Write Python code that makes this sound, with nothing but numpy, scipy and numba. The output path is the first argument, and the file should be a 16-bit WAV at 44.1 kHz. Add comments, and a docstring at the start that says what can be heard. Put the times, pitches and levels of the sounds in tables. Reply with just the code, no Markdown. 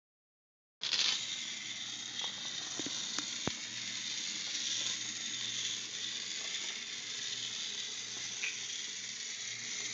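"""A stone counter in a small hard room: a battery toy train runs on a wooden track, pushing a ball.
Its plastic gears snap and grind as it sets off, then whir as loose, uneven tooth strikes ring the
engine's parts. Wheels and ball rumble and bump on the wood, and the shaking engine makes the track
drone. A few dull knocks sound close to the microphone, something clinks once, an appliance hums."""
import sys
import numpy as np
from scipy import signal
from scipy.fft import rfft, irfft
from scipy.io import wavfile
from scipy.ndimage import uniform_filter1d
from numba import njit

SR = 44100
rng = np.random.default_rng(int(sys.argv[2]) if len(sys.argv) > 2 else 0)


def digitize_waveform(pressure):
    """Quantize a signal to 16-bit integers and store it at the path in sys.argv[1].

    Rows of a 2-D input are taken as channels; values are limited to [-1, 1].
    """
    field = np.atleast_2d(pressure).T
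    bounded = np.clip(field, -1, 1)
    quanta = np.round(bounded * 32767).astype(np.int16)
    wavfile.write(sys.argv[1], SR, quanta)


N = 437913
TIME_S = np.arange(N) / SR

MOTOR_HZ, SLOWING_HZ_PER_S, SAG_HZ_PER_DB, MOTOR_WAVER = 97.8, 1.3, 1.0, .04
SHELL_LOAD_SHARE, CHASSIS_LOAD_SHARE, AXLE_LOAD_SHARE = 0.26, 0.12, 0.8
# Gears straining or running slack. Each row: middle in seconds, length in seconds, load in dB.
LOAD_SWELLS = [(1.04, .09, 9), (1.25, .24, 4), (1.58, 0.072, -4), (2.1, 0.11, -3), (2.23, 0.093, 9),
               (2.45, 0.095, 1.5), (2.928, 0.0091, 4), (2.98, 0.18, 3), (3.38, 0.12, 1), (3.6, 0.11, -5),
               (3.85, .15, -1.5), (4.12, 0.17, 1), (4.74, 0.36, 7), (5.15, 0.11, -2), (5.43, 0.15, 4.5),
               (5.65, .19, 6.5), (6.04, .14, 4.5), (6.57, .14, 4), (6.69, 0.018, 9.5), (6.85, .12, -2),
               (7.12, 0.21, 2.5), (7.328, .012, 5), (7.42, .18, 4.3), (7.6, .08, 3.5), (7.76, 0.15, 3),
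               (8.04, 0.19, -3.5), (8.35, 0.15, 1), (8.8, 0.17, 3), (9.2, .15, -1), (9.59, 0.082, -6.5),
               (9.72, 0.063, 3)]


def gears():
    """Tooth strikes ring the engine's parts; load slows the motor and makes the whir louder."""
    load_db = swells(LOAD_SWELLS) + .5 * walk(14)
    speed_hz = MOTOR_HZ - SLOWING_HZ_PER_S * TIME_S - SAG_HZ_PER_DB * load_db
    turns = np.cumsum(speed_hz * (1 + MOTOR_WAVER * walk(9))) / SR
    strikes = tooth_strikes(turns, teeth=14, scatter_db=3.5, backlash=.18,
                            shaft_db=1.3, wheel_db=0.86, wheel_ratio=4.4, flutter_db=0.88)
    whir = gearbox(strikes, load_db, flank_db=-7.0)
    whir += undb(SHELL_LOAD_SHARE * load_db) * shell(strikes)
    whir += undb(CHASSIS_LOAD_SHARE * load_db) * chassis(strikes)
    whir += undb(AXLE_LOAD_SHARE * load_db) * axle(strikes)
    whir += tooth_edges(strikes, gain_db=3, ring_db=-1.5)
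    running_free = np.interp(TIME_S, [1.02, 1.15], [0, 1])
    return running_free * whir + grinding(turns)


def tooth_strikes(turns, teeth, scatter_db, backlash, shaft_db, wheel_db, wheel_ratio, flutter_db):
    """Teeth strike early or late in their backlash; off-centre gears press harder once a turn."""
    at = np.flatnonzero(np.diff(np.floor(turns * teeth)))
    timing, force = rng.standard_normal((len(at), 2)).T
    jitter = (backlash * np.median(np.diff(at)) * timing).astype(int)
    at = np.clip(at + jitter, 0, N - 1)
    press_db = shaft_db * np.cos(2 * np.pi * turns) + wheel_db * np.cos(2 * np.pi * turns / wheel_ratio)
    press_db += flutter_db * walk(60)
    return np.bincount(at, undb(scatter_db * force + press_db[at]), N)


GEARBOX_DB, SCREENING_DB, TURN_SPAN_S = -45, 3.5, (7.9, 9.1)
NOTE_DROP_HZ_PER_DB, FLANK_LOAD_SHARE = 6, 0.31
# Main resonance as the engine turns. Each row: time in seconds, centre in Hz, width in Hz.
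GEARBOX_NOTE = [(1.2, 3740, 522), (1.5, 3580, 522), (3.1, 3640, 390), (4.3, 3600, 470), (5.9, 3600, 450),
                (7.1, 3560, 363), (7.45, 3570, 490), (7.72, 3710, 499), (8.3, 3600, 613), (8.7, 3450, 540),
                (9.0, 3500, 565), (9.4, 3620, 640)]
# Flanking resonances. Each row: centre in Hz, width in Hz, relative level in dB.
GEARBOX_MODES = [(2940, 890, -14), (3280, 440, -2.5), (3980, 350, -9)]


def gearbox(strikes, load_db, flank_db):
    """One strong moving resonance between weaker ones; load lowers it and brings the others up."""
    hz, width_hz = curves(GEARBOX_NOTE)
    drive = chatter(strikes, bounce_s=.0005, count=len(GEARBOX_MODES) + 1)
    note = sweep(drive[-1], hz - NOTE_DROP_HZ_PER_DB * load_db + 32 * walk(5.3), width_hz)
    flank_gain = undb(flank_db + FLANK_LOAD_SHARE * load_db)
    ringing = (unit(note) + flank_gain * resonate(drive, GEARBOX_MODES)) / np.hypot(1, flank_gain)
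    # Swinging round to face the microphone, the engine screens its gearbox.
    facing = np.interp(TIME_S, TURN_SPAN_S, [0, 1])
    return undb(GEARBOX_DB - SCREENING_DB * facing + load_db) * ringing


# Each row: centre in Hz, width in Hz, relative level in dB.
SHELL_MODES = [(1746, 390, -9), (2050, 680, -4.5), (2750, 1330, -7)]
# Each row: time in seconds, gain of the modes in dB.
SHELL_GAIN = [(1.3, -53.5), (2.0, -56.5), (3.1, -55), (3.7, -50), (4.6, -49.5), (5.9, -51), (6.5, -49.5),
              (7.7, -52), (8.3, -50.5), (8.9, -54), (9.8, -55.5)]
# Strongest resonance. Each row: time in seconds, centre in Hz, gain in dB.
SHELL_RING = [(1.2, 2160, -56.5), (1.68, 2110, -50.5), (1.97, 2010, -58), (2.25, 1915, -55),
              (3.04, 1970, -62.5), (3.35, 2206, -54.5), (3.9, 2050, -54.5), (4.6, 2010, -59),
              (5.6, 1976, -55), (5.9, 2136, -64.5), (6.65, 2160, -52), (7.3, 1980, -58.5),
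              (7.77, 2050, -68), (8.37, 2170, -56.5), (9.17, 2080, -52), (9.55, 2100, -47),
              (9.9, 2115, -45.5)]


def shell(strikes):
    """The strikes ring the engine's shell near 2 kHz."""
    band = mode_band(strikes, SHELL_MODES, SHELL_GAIN, bounce_s=0.0059)
    return band + moving_note(strikes, SHELL_RING, width_hz=390, bounce_s=0.0026)


# Each row: centre in Hz, width in Hz, relative level in dB.
CHASSIS_MODES = [(4180, 790, -1), (4700, 930, -6), (5160, 670, -7.5)]
# Each row: time in seconds, gain of the modes in dB.
CHASSIS_GAIN = [(1.9, -57), (2.6, -50.5), (3.05, -53), (3.7, -51), (4.6, -45.5), (5.1, -53), (7.0, -52),
                (7.35, -47.5), (7.8, -59), (9.8, -51)]
# Strongest resonance. Each row: time in seconds, centre in Hz, gain in dB.
CHASSIS_RING = [(1.3, 4590, -55.5), (2.0, 4640, -58), (2.7, 4530, -58), (3.08, 4340, -47.5),
                (3.6, 4520, -61), (4.15, 4380, -51.5), (4.65, 4600, -49), (5.2, 4550, -58.5),
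                (6.3, 4690, -52), (6.95, 4700, -58), (7.38, 4640, -53), (8.05, 4700, -51.5),
                (8.8, 4590, -54), (9.7, 4380, -54)]


def chassis(strikes):
    """The strikes ring the chassis broadly near 4.5 kHz."""
    band = mode_band(strikes, CHASSIS_MODES, CHASSIS_GAIN, bounce_s=0.00054)
    return band + moving_note(strikes, CHASSIS_RING, width_hz=580, bounce_s=0.00055)


# Each row: time in seconds, centre in Hz, gain in dB.
AXLE_RING = [(1.2, 5930, -56), (1.65, 5920, -52), (2.3, 5850, -55.5), (2.75, 5920, -48), (3.2, 5900, -53.5),
             (3.8, 5820, -53), (4.75, 5800, -49), (5.2, 5790, -57.5), (5.7, 6020, -52), (6.3, 5930, -55.5),
             (7.0, 5920, -54), (7.7, 6000, -54.5), (8.1, 5930, -48.5), (8.55, 5940, -49),
             (8.85, 5920, -51.5), (9.2, 5840, -49.5), (9.8, 6010, -46.5)]


def axle(strikes):
    """The strikes ring the axle near 5.9 kHz."""
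    return moving_note(strikes, AXLE_RING, width_hz=460, bounce_s=0.0005)


# Hiss band. Each row: centre in Hz, width in Hz, relative level in dB.
EDGE_BAND = [(6500, 4700, 0)]
# Each row: time in seconds, centre in Hz, relative level in dB.
EDGE_RING = [(1.2, 6910, -4.5), (2.0, 6580, -2), (2.8, 6660, -4), (4.7, 6650, -3), (5.1, 6580, 0.5),
             (5.7, 6600, -2.5), (6.5, 6820, -6.5), (7.4, 6800, -5), (8.1, 6300, -6), (8.8, 6730, -5),
             (9.8, 6760, -1.5)]
# Hiss and ring together. Each row: time in seconds, relative level in dB.
EDGE_GAIN = [(1.2, -46.5), (1.8, -53.5), (2.0, -48.5), (2.12, -54), (2.22, -52), (2.4, -53), (2.62, -51.5),
             (2.76, -47), (2.86, -48), (3.0, -44.5), (3.09, -47), (3.35, -46), (3.65, -49.5), (3.87, -50),
             (4.0, -46), (4.55, -47.5), (4.75, -42.5), (5.0, -46.5), (5.45, -48.5), (5.65, -45),
             (6.1, -48.5), (6.65, -45), (6.8, -52), (7.1, -47.5), (7.7, -47.5), (8.05, -47), (8.65, -46.5),
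             (9.45, -48.5), (9.6, -51), (9.7, -46.5), (9.9, -47.5)]


def tooth_edges(strikes, gain_db, ring_db):
    """The tooth edges hiss over a broad band, with a ring that shifts as the engine turns."""
    hiss = resonate(chatter(strikes, bounce_s=0.00032, count=1), EDGE_BAND)
    note = moving_note(strikes, EDGE_RING, width_hz=620, bounce_s=0.00034)
    return undb(gain_db + curves(EDGE_GAIN)[0]) * unit(hiss + undb(ring_db) * note)


# Colour of snaps and grinding. Each row: frequency in Hz, relative level in dB.
CLATTER_SPECTRUM = [(100, -32.5), (190, -20), (650, -25), (990, -18), (1250, -18), (2000, -13),
                    (2800, -12.5), (3450, -4.5), (4000, -8), (4700, -6.5), (5500, -13), (6600, -14.5),
                    (7500, -20)]
# Each row: start in seconds, level in dB, emphasised frequency in Hz.
TOOTH_SNAPS = [(0.834, -15, 3200), (0.85, -18.5, 4100), (0.8642, -20, 3200), (0.891, -17, 3300),
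               (0.918, -15, 4700), (0.9304, -14, 4950), (0.9423, -13.5, 4900), (0.958, -16.5, 3800),
               (0.9786, -14.5, 4400), (0.991, -11.5, 3430), (1.001, -18, 4280), (1.0133, -10.5, 3580),
               (1.043, -11.5, 3600), (1.052, -19, 3600), (1.073, -18, 3400), (1.0833, -13, 3320),
               (1.0898, -11.5, 3420), (1.1054, -18, 6000), (1.1156, -25, 4500), (3.503, -18, 6000),
               (5.4106, -20, 3615), (5.7367, -23.5, 3604), (7.4486, -23, 3530), (7.5621, -24, 3600)]


def snaps(rattle_db, rattle_s, ring_db, ring_octaves):
    """A slipping tooth cracks, lifted round its own pitch, and the loose gears rattle after it."""
    out, t = np.zeros(N), np.arange(SR // 20) / SR
    hz, colour_db = np.transpose(CLATTER_SPECTRUM)
    for s, db, snap_hz in TOOTH_SNAPS:
        slip = (t == 0) + undb(rattle_db) * np.exp(-t / rattle_s) * rng.standard_normal(len(t))
        lift_db = ring_db * np.exp(-(np.log2(hz / snap_hz) / ring_octaves) ** 2)
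        snap = signal.fftconvolve(slip, blow_response(np.column_stack([hz, colour_db + lift_db])))
        out[int(s * SR):int(s * SR) + len(snap)] += undb(db) * snap
    return out


# Each row: start of hold in seconds, hold in seconds, level in dB, release in seconds.
GRIND_BURSTS = [(0.813, 0.024, -51, .02), (0.845, 0.021, -36.5, 0.032), (0.93, 0.013, -31, 0.032),
                (0.989, 0.039, -34, 0.023), (1.055, 0.062, -32.5, 0.027)]


def grinding(turns, attack_s=0.006):
    """Setting off, the loaded gears rasp in bursts that rise, hold and die away."""
    envelope = np.zeros(N)
    for s, hold_s, db, release_s in GRIND_BURSTS:
        rise = np.clip((TIME_S - s) / attack_s + 1, 0, 1)
        envelope += undb(db) * rise * np.exp(-np.maximum(TIME_S - s - hold_s, 0) / release_s)
    strikes = tooth_strikes(turns, teeth=5, scatter_db=2.5, backlash=0.072,
                            shaft_db=1.5, wheel_db=-1.0, wheel_ratio=5.9, flutter_db=2.0)
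    rasp = chatter(strikes, bounce_s=0.00066, count=1)[0]
    return envelope * unit(through(rasp, blow_response(CLATTER_SPECTRUM)))


ROLL_DB, ROLL_FADE_DB_PER_S = -57.5, 0.22
# Track under rolling wheels. Each row: frequency in Hz, relative level in dB.
ROLL_SPECTRUM = [(70, -5), (130, 0), (200, 3), (330, -2.5), (520, -3), (760, -4.5), (980, -2), (1400, -0.5),
                 (2000, -2.5), (4000, -24.5)]
# Rough and smooth wood. Each row: middle in seconds, length in seconds, rise in dB.
ROUGHNESS = [(2.85, 0.73, 5.5), (4.6, 1, 0.5), (4.86, 0.097, 5.5), (6.53, 0.2, 3), (8.25, 0.33, 2.5),
             (9.1, 1, -3), (9.85, 0.45, 2.5)]
# Joints and grooves. Each row: start in seconds, level in dB.
JOINT_BUMPS = [(2.613, -44.5), (2.701, -52), (2.77, -39), (3.572, -40), (4.47, -41), (4.81, -40.5),
               (4.858, -42), (5.05, -45.5), (6.409, -40.5), (6.443, -37), (6.637, -41), (6.704, -42.5),
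               (8.167, -41.5), (9.8, -42.5)]
# Bumped wood. Each row: frequency in Hz, relative level in dB.
BUMP_SPECTRUM = [(90, -26), (200, -10), (330, -3), (460, -0.5), (620, -3.5), (920, -2.5), (1300, -6.5),
                 (2000, -14.5), (4000, -25)]


def rolling(grain_db, rattle_db, tick_db, tick_scatter_db, speck_count):
    """Wood grain shakes the track, specks tick under wheels and ball, joints bump and rattle."""
    grain = rng.standard_normal(N) * undb(grain_db * walk(170))
    rumble = unit(through(grain, blow_response(ROLL_SPECTRUM)))
    gain = undb(ROLL_DB - ROLL_FADE_DB_PER_S * TIME_S + swells(ROUGHNESS))
    speck_at = rng.integers(0, N, speck_count)
    specks = np.bincount(speck_at, undb(tick_db + tick_scatter_db * rng.standard_normal(speck_count)), N)
    joints = blows(JOINT_BUMPS)
    bumps = joints + undb(rattle_db) * chatter(joints, bounce_s=0.0072, count=1)[0]
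    return gain * rumble + through(bumps + gain * specks, blow_response(BUMP_SPECTRUM))


# Each row: start in seconds, level in dB.
BALL_HITS = [(2.214, -39), (2.242, -28), (2.298, -40), (2.380, -40), (2.453, -36.5), (2.670, -40),
             (2.748, -40)]
# Each row: frequency in Hz, relative level in dB.
BALL_SPECTRUM = [(150, -12.5), (430, -5.5), (660, -6), (930, 1.5), (1150, -6), (1500, -16.5), (3000, -35)]


def ball():
    """The engine catches up with the ball, which taps on the wood."""
    return through(blows(BALL_HITS), blow_response(BALL_SPECTRUM))


# Each row: start in seconds, then for thud and tick in turn: level in dB, pitch in Hz, t60 in seconds.
CLOSE_KNOCKS = [(2.7942, -26, 302, 0.032, -31, 1700, 0.0056),
                (2.8635, -29, 283.6, 0.047, -26, 1492, 0.0024),
                (3.1847, -35.5, 296, 0.091, -2.5, 5900, 0.00063),
                (3.1861, -16.5, 1390, 0.0041, -39, 2820, 0.0016),
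                (3.475, -14, 180.7, 0.0086, -25, 802, 0.0027)]


def knocks(thud_contact_s, tick_contact_s):
    """A hard tick and a quickly damped thud, too close to carry any room."""
    out = np.zeros(N)
    for s, thud_db, thud_hz, thud_t60_s, tick_db, tick_hz, tick_t60_s in CLOSE_KNOCKS:
        thud = undb(thud_db) * ring(thud_hz, thud_t60_s, thud_contact_s)
        tick = undb(tick_db) * ring(tick_hz, tick_t60_s, tick_contact_s)
        out[int(s * SR):int(s * SR) + len(thud)] += thud + tick
    return out


# Each row: start in seconds, level in dB.
CLINK_HITS = [(8.425, -31), (8.432, -27), (8.4385, -25.5), (8.4435, -22), (8.465, -28), (8.483, -33),
              (8.503, -38), (8.529, -40)]
# Each row: frequency in Hz, relative level in dB, t60 in seconds.
CLINK_PARTIALS = [(2316, -2.5, 0.035), (2481, 0.5, 0.07), (2590, -20, 0.026)]


def clink(contact_s, rattle_db):
    """A light object chatters against something hard, each blow ringing the same few modes."""
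    note = sum(undb(db) * ring(hz, t60_s, contact_s) for hz, db, t60_s in CLINK_PARTIALS)
    hits = blows(CLINK_HITS)
    rattle = undb(rattle_db) * chatter(hits, bounce_s=.008, count=1)[0]
    return through(hits + rattle, note / np.abs(note).max())


# Track on the counter, two groups. Each row: centre in Hz, width in Hz, relative level in dB.
TRACK_DEEP_MODES = [(205, 30, -1.5), (236, 13, 2.5), (304.7, 30.4, -0.5)]
TRACK_UPPER_MODES = [(403.2, 17, -0.5), (434.8, 17, -1.5), (466, 15, -7)]
# Each row: time in seconds, deep gain in dB, upper gain in dB.
DRONE_GAINS = [(.9, -85, -67), (1.2, -65.5, -84), (4.2, -60.5, -77), (5.6, -60, -70), (6.5, -65.5, -65.5),
               (9.5, -70, -70.5), (9.85, -63, -64)]


def track_drone():
    """The shaking engine keeps the low resonances of the track going."""
    deep_db, upper_db = curves(DRONE_GAINS)
    deep = resonate(rng.standard_normal((len(TRACK_DEEP_MODES), N)), TRACK_DEEP_MODES)
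    upper = resonate(rng.standard_normal((len(TRACK_UPPER_MODES), N)), TRACK_UPPER_MODES)
    return undb(deep_db) * deep + undb(upper_db) * upper


# Each row: frequency in Hz, wander rate in Hz, relative level in dB.
HUM_TONES = [(118, 6, 0.4), (203.3, 8, -5.5), (239.3, 3.9, -9.5)]
# Hum as the microphone moves. Each row: time in seconds, gain in dB.
HUM_GAIN = [(.85, -75.5), (1.3, -69), (2.1, -72), (2.9, -68.5), (4.1, -65), (4.55, -69), (4.85, -63.5),
            (5.4, -66), (6.05, -69), (6.45, -77), (7.1, -69), (7.7, -65), (8.7, -70.5), (9.1, -66),
            (9.9, -67)]


def appliance_hum(waver):
    """Faint low tones wander in level and phase."""
    tones = np.zeros(N)
    for hz, wander_hz, db in HUM_TONES:
        envelope = 1 + waver * walk(wander_hz)
        tones += undb(db) * unit(envelope * np.cos(2 * np.pi * hz * TIME_S + walk(wander_hz)))
    return undb(curves(HUM_GAIN)[0]) * tones


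def room(x, near_db, near_t60_s, far_db, far_t60_s, places):
    """Counter and wall answer at once, the room later; the echoes change along the track."""
    t = np.arange(SR // 2) / SR
    hop = N // places
    fade = np.sin(np.pi * np.arange(2 * hop) / (2 * hop))
    out = np.pad(x, (0, SR))
    for start in range(0, N, hop):
        response = 0
        for db, t60_s, delay_s in ((near_db, near_t60_s, .0015), (far_db, far_t60_s, .008)):
            tail = rng.standard_normal(len(t)) * np.exp(-np.log(1000) * t / t60_s) * (t > delay_s)
            response = response + undb(db) * tail / np.linalg.norm(tail)
        piece = x[start:start + 2 * hop]
        echo = signal.fftconvolve(piece * fade[:len(piece)], response)
        out[start:start + len(echo)] += echo
    return out[:N] / np.sqrt(1 + undb(near_db) ** 2 + undb(far_db) ** 2)


def chatter(strikes, bounce_s, count):
    """Each strike dies out in a burst of tiny bounces; count independent signals."""
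    energy = signal.lfilter([1], [1, -np.exp(-1 / (bounce_s * SR))], strikes ** 2 + 1e-18)
    return np.sqrt(energy) * rng.standard_normal((count, N))


def mode_band(strikes, modes, gains, bounce_s):
    """The modes of one engine part, rung by the tooth strikes."""
    return undb(curves(gains)[0]) * resonate(chatter(strikes, bounce_s, count=len(modes)), modes)


def moving_note(strikes, table, width_hz, bounce_s):
    """A part's strongest resonance, shifting and swelling as the engine turns."""
    hz, db = curves(table)
    drive = chatter(strikes, bounce_s, count=1)[0]
    return undb(db) * unit(sweep(drive, hz, np.full(N, float(width_hz))))


def resonate(drives, modes, drift=.005):
    """One drive per resonance, each drifting in pitch as the train moves; rms 1."""
    return unit(sum(undb(db) * sweep(drive, hz * (1 + drift * walk(4)), np.full(N, float(width_hz)))
                    for drive, (hz, width_hz, db) in zip(drives, modes)))


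@njit
def sweep(x, hz, width_hz):
    """Two state-variable band-passes in series; centre and width move every sample."""
    out, band_state, low_state = np.empty(len(x)), np.zeros(2), np.zeros(2)
    for i in range(len(x)):
        g, damping, sample = np.tan(np.pi * hz[i] / SR), width_hz[i] / hz[i], x[i]
        for j in range(2):
            band = (band_state[j] + g * (sample - low_state[j])) / (1 + g * (g + damping))
            band_state[j] = 2 * band - band_state[j]
            low_state[j] += 2 * g * band
            sample = damping * band
        out[i] = sample
    return out


def blow_response(spectrum, size=2048):
    """Minimum-phase response of a blow with the given (Hz, dB) colour; peak 1."""
    hz, db = np.transpose(spectrum)
    bin_hz = np.maximum(np.arange(size // 2 + 1) * SR / size, 1)
    cepstrum = irfft(np.log(undb(np.interp(np.log(bin_hz), np.log(hz), db))))
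    cepstrum[1:size // 2] *= 2
    cepstrum[size // 2 + 1:] = 0
    response = irfft(np.exp(rfft(cepstrum)))
    return response / np.abs(response).max()


def ring(hz, t60_s, contact_s):
    """One mode dying away after a blow; a longer contact rounds its start."""
    t = np.arange(SR // 4) / SR
    return np.cos(2 * np.pi * hz * t) * np.exp(-np.log(1000) * t / t60_s) * (1 - np.exp(-t / contact_s))


def through(x, response):
    """Pass x through an impulse response."""
    return signal.oaconvolve(x, response)[:N]


def blows(table):
    """One impulse per (seconds, dB) row."""
    out = np.zeros(N)
    for s, db in table:
        out[int(s * SR)] += undb(db)
    return out


def swells(table):
    """Sum of smooth humps, one per row; lengths are at half height."""
    return sum(height * np.cos(np.pi / 2 * np.clip((TIME_S - middle_s) / length_s, -1, 1)) ** 2
               for middle_s, length_s, height in table)


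def curves(table):
    """Each column after the time as one value per sample."""
    times_s, *columns = np.transpose(table)
    return [np.interp(TIME_S, times_s, column) for column in columns]


def walk(rate_hz):
    """Smooth random wander, spread near 1."""
    hold = int(SR / rate_hz)
    return 1.3 * uniform_filter1d(np.repeat(rng.standard_normal(N // hold + 1), hold), hold)[:N]


def undb(db):
    """Decibels to gain."""
    return 10 ** (np.asarray(db) / 20)


def unit(x):
    """Scale to rms 1."""
    return x / np.sqrt(np.mean(x ** 2))


def scene():
    """Train, track, ball and clink echo in the room; drone, knocks and hum stay dry."""
    sources = gears() + snaps(rattle_db=-21, rattle_s=0.0045, ring_db=9.0, ring_octaves=0.22)
    sources += rolling(grain_db=2.0, rattle_db=-15.5, tick_db=10.0, tick_scatter_db=1, speck_count=140)
    sources += ball() + clink(contact_s=0.00016, rattle_db=-29.5)
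    mix = room(sources, near_db=-7.5, near_t60_s=0.026, far_db=-8.0, far_t60_s=0.37, places=48)
    mix += track_drone() + knocks(thud_contact_s=.00005, tick_contact_s=.00001)
    return (mix + appliance_hum(waver=0.52))[None]


OPEN_S, FIZZ_DB, TOP_HZ = .811, -29, 8800


def record(dry):
    """A small microphone: silent until it opens, thin in the bass, treble cut but for a faint fizz."""
    opened = dry * (TIME_S > OPEN_S)
    thin = signal.sosfilt(signal.butter(4, 78, "high", fs=SR, output="sos"), opened)
    dull = signal.sosfilt(signal.butter(28, 7020, fs=SR, output="sos"), thin)
    top_cut = signal.ellip(8, .2, 70, TOP_HZ, fs=SR, output="sos")
    return signal.sosfilt(top_cut, dull + undb(FIZZ_DB) * thin)


dry = scene()
out = record(dry)
digitize_waveform(out)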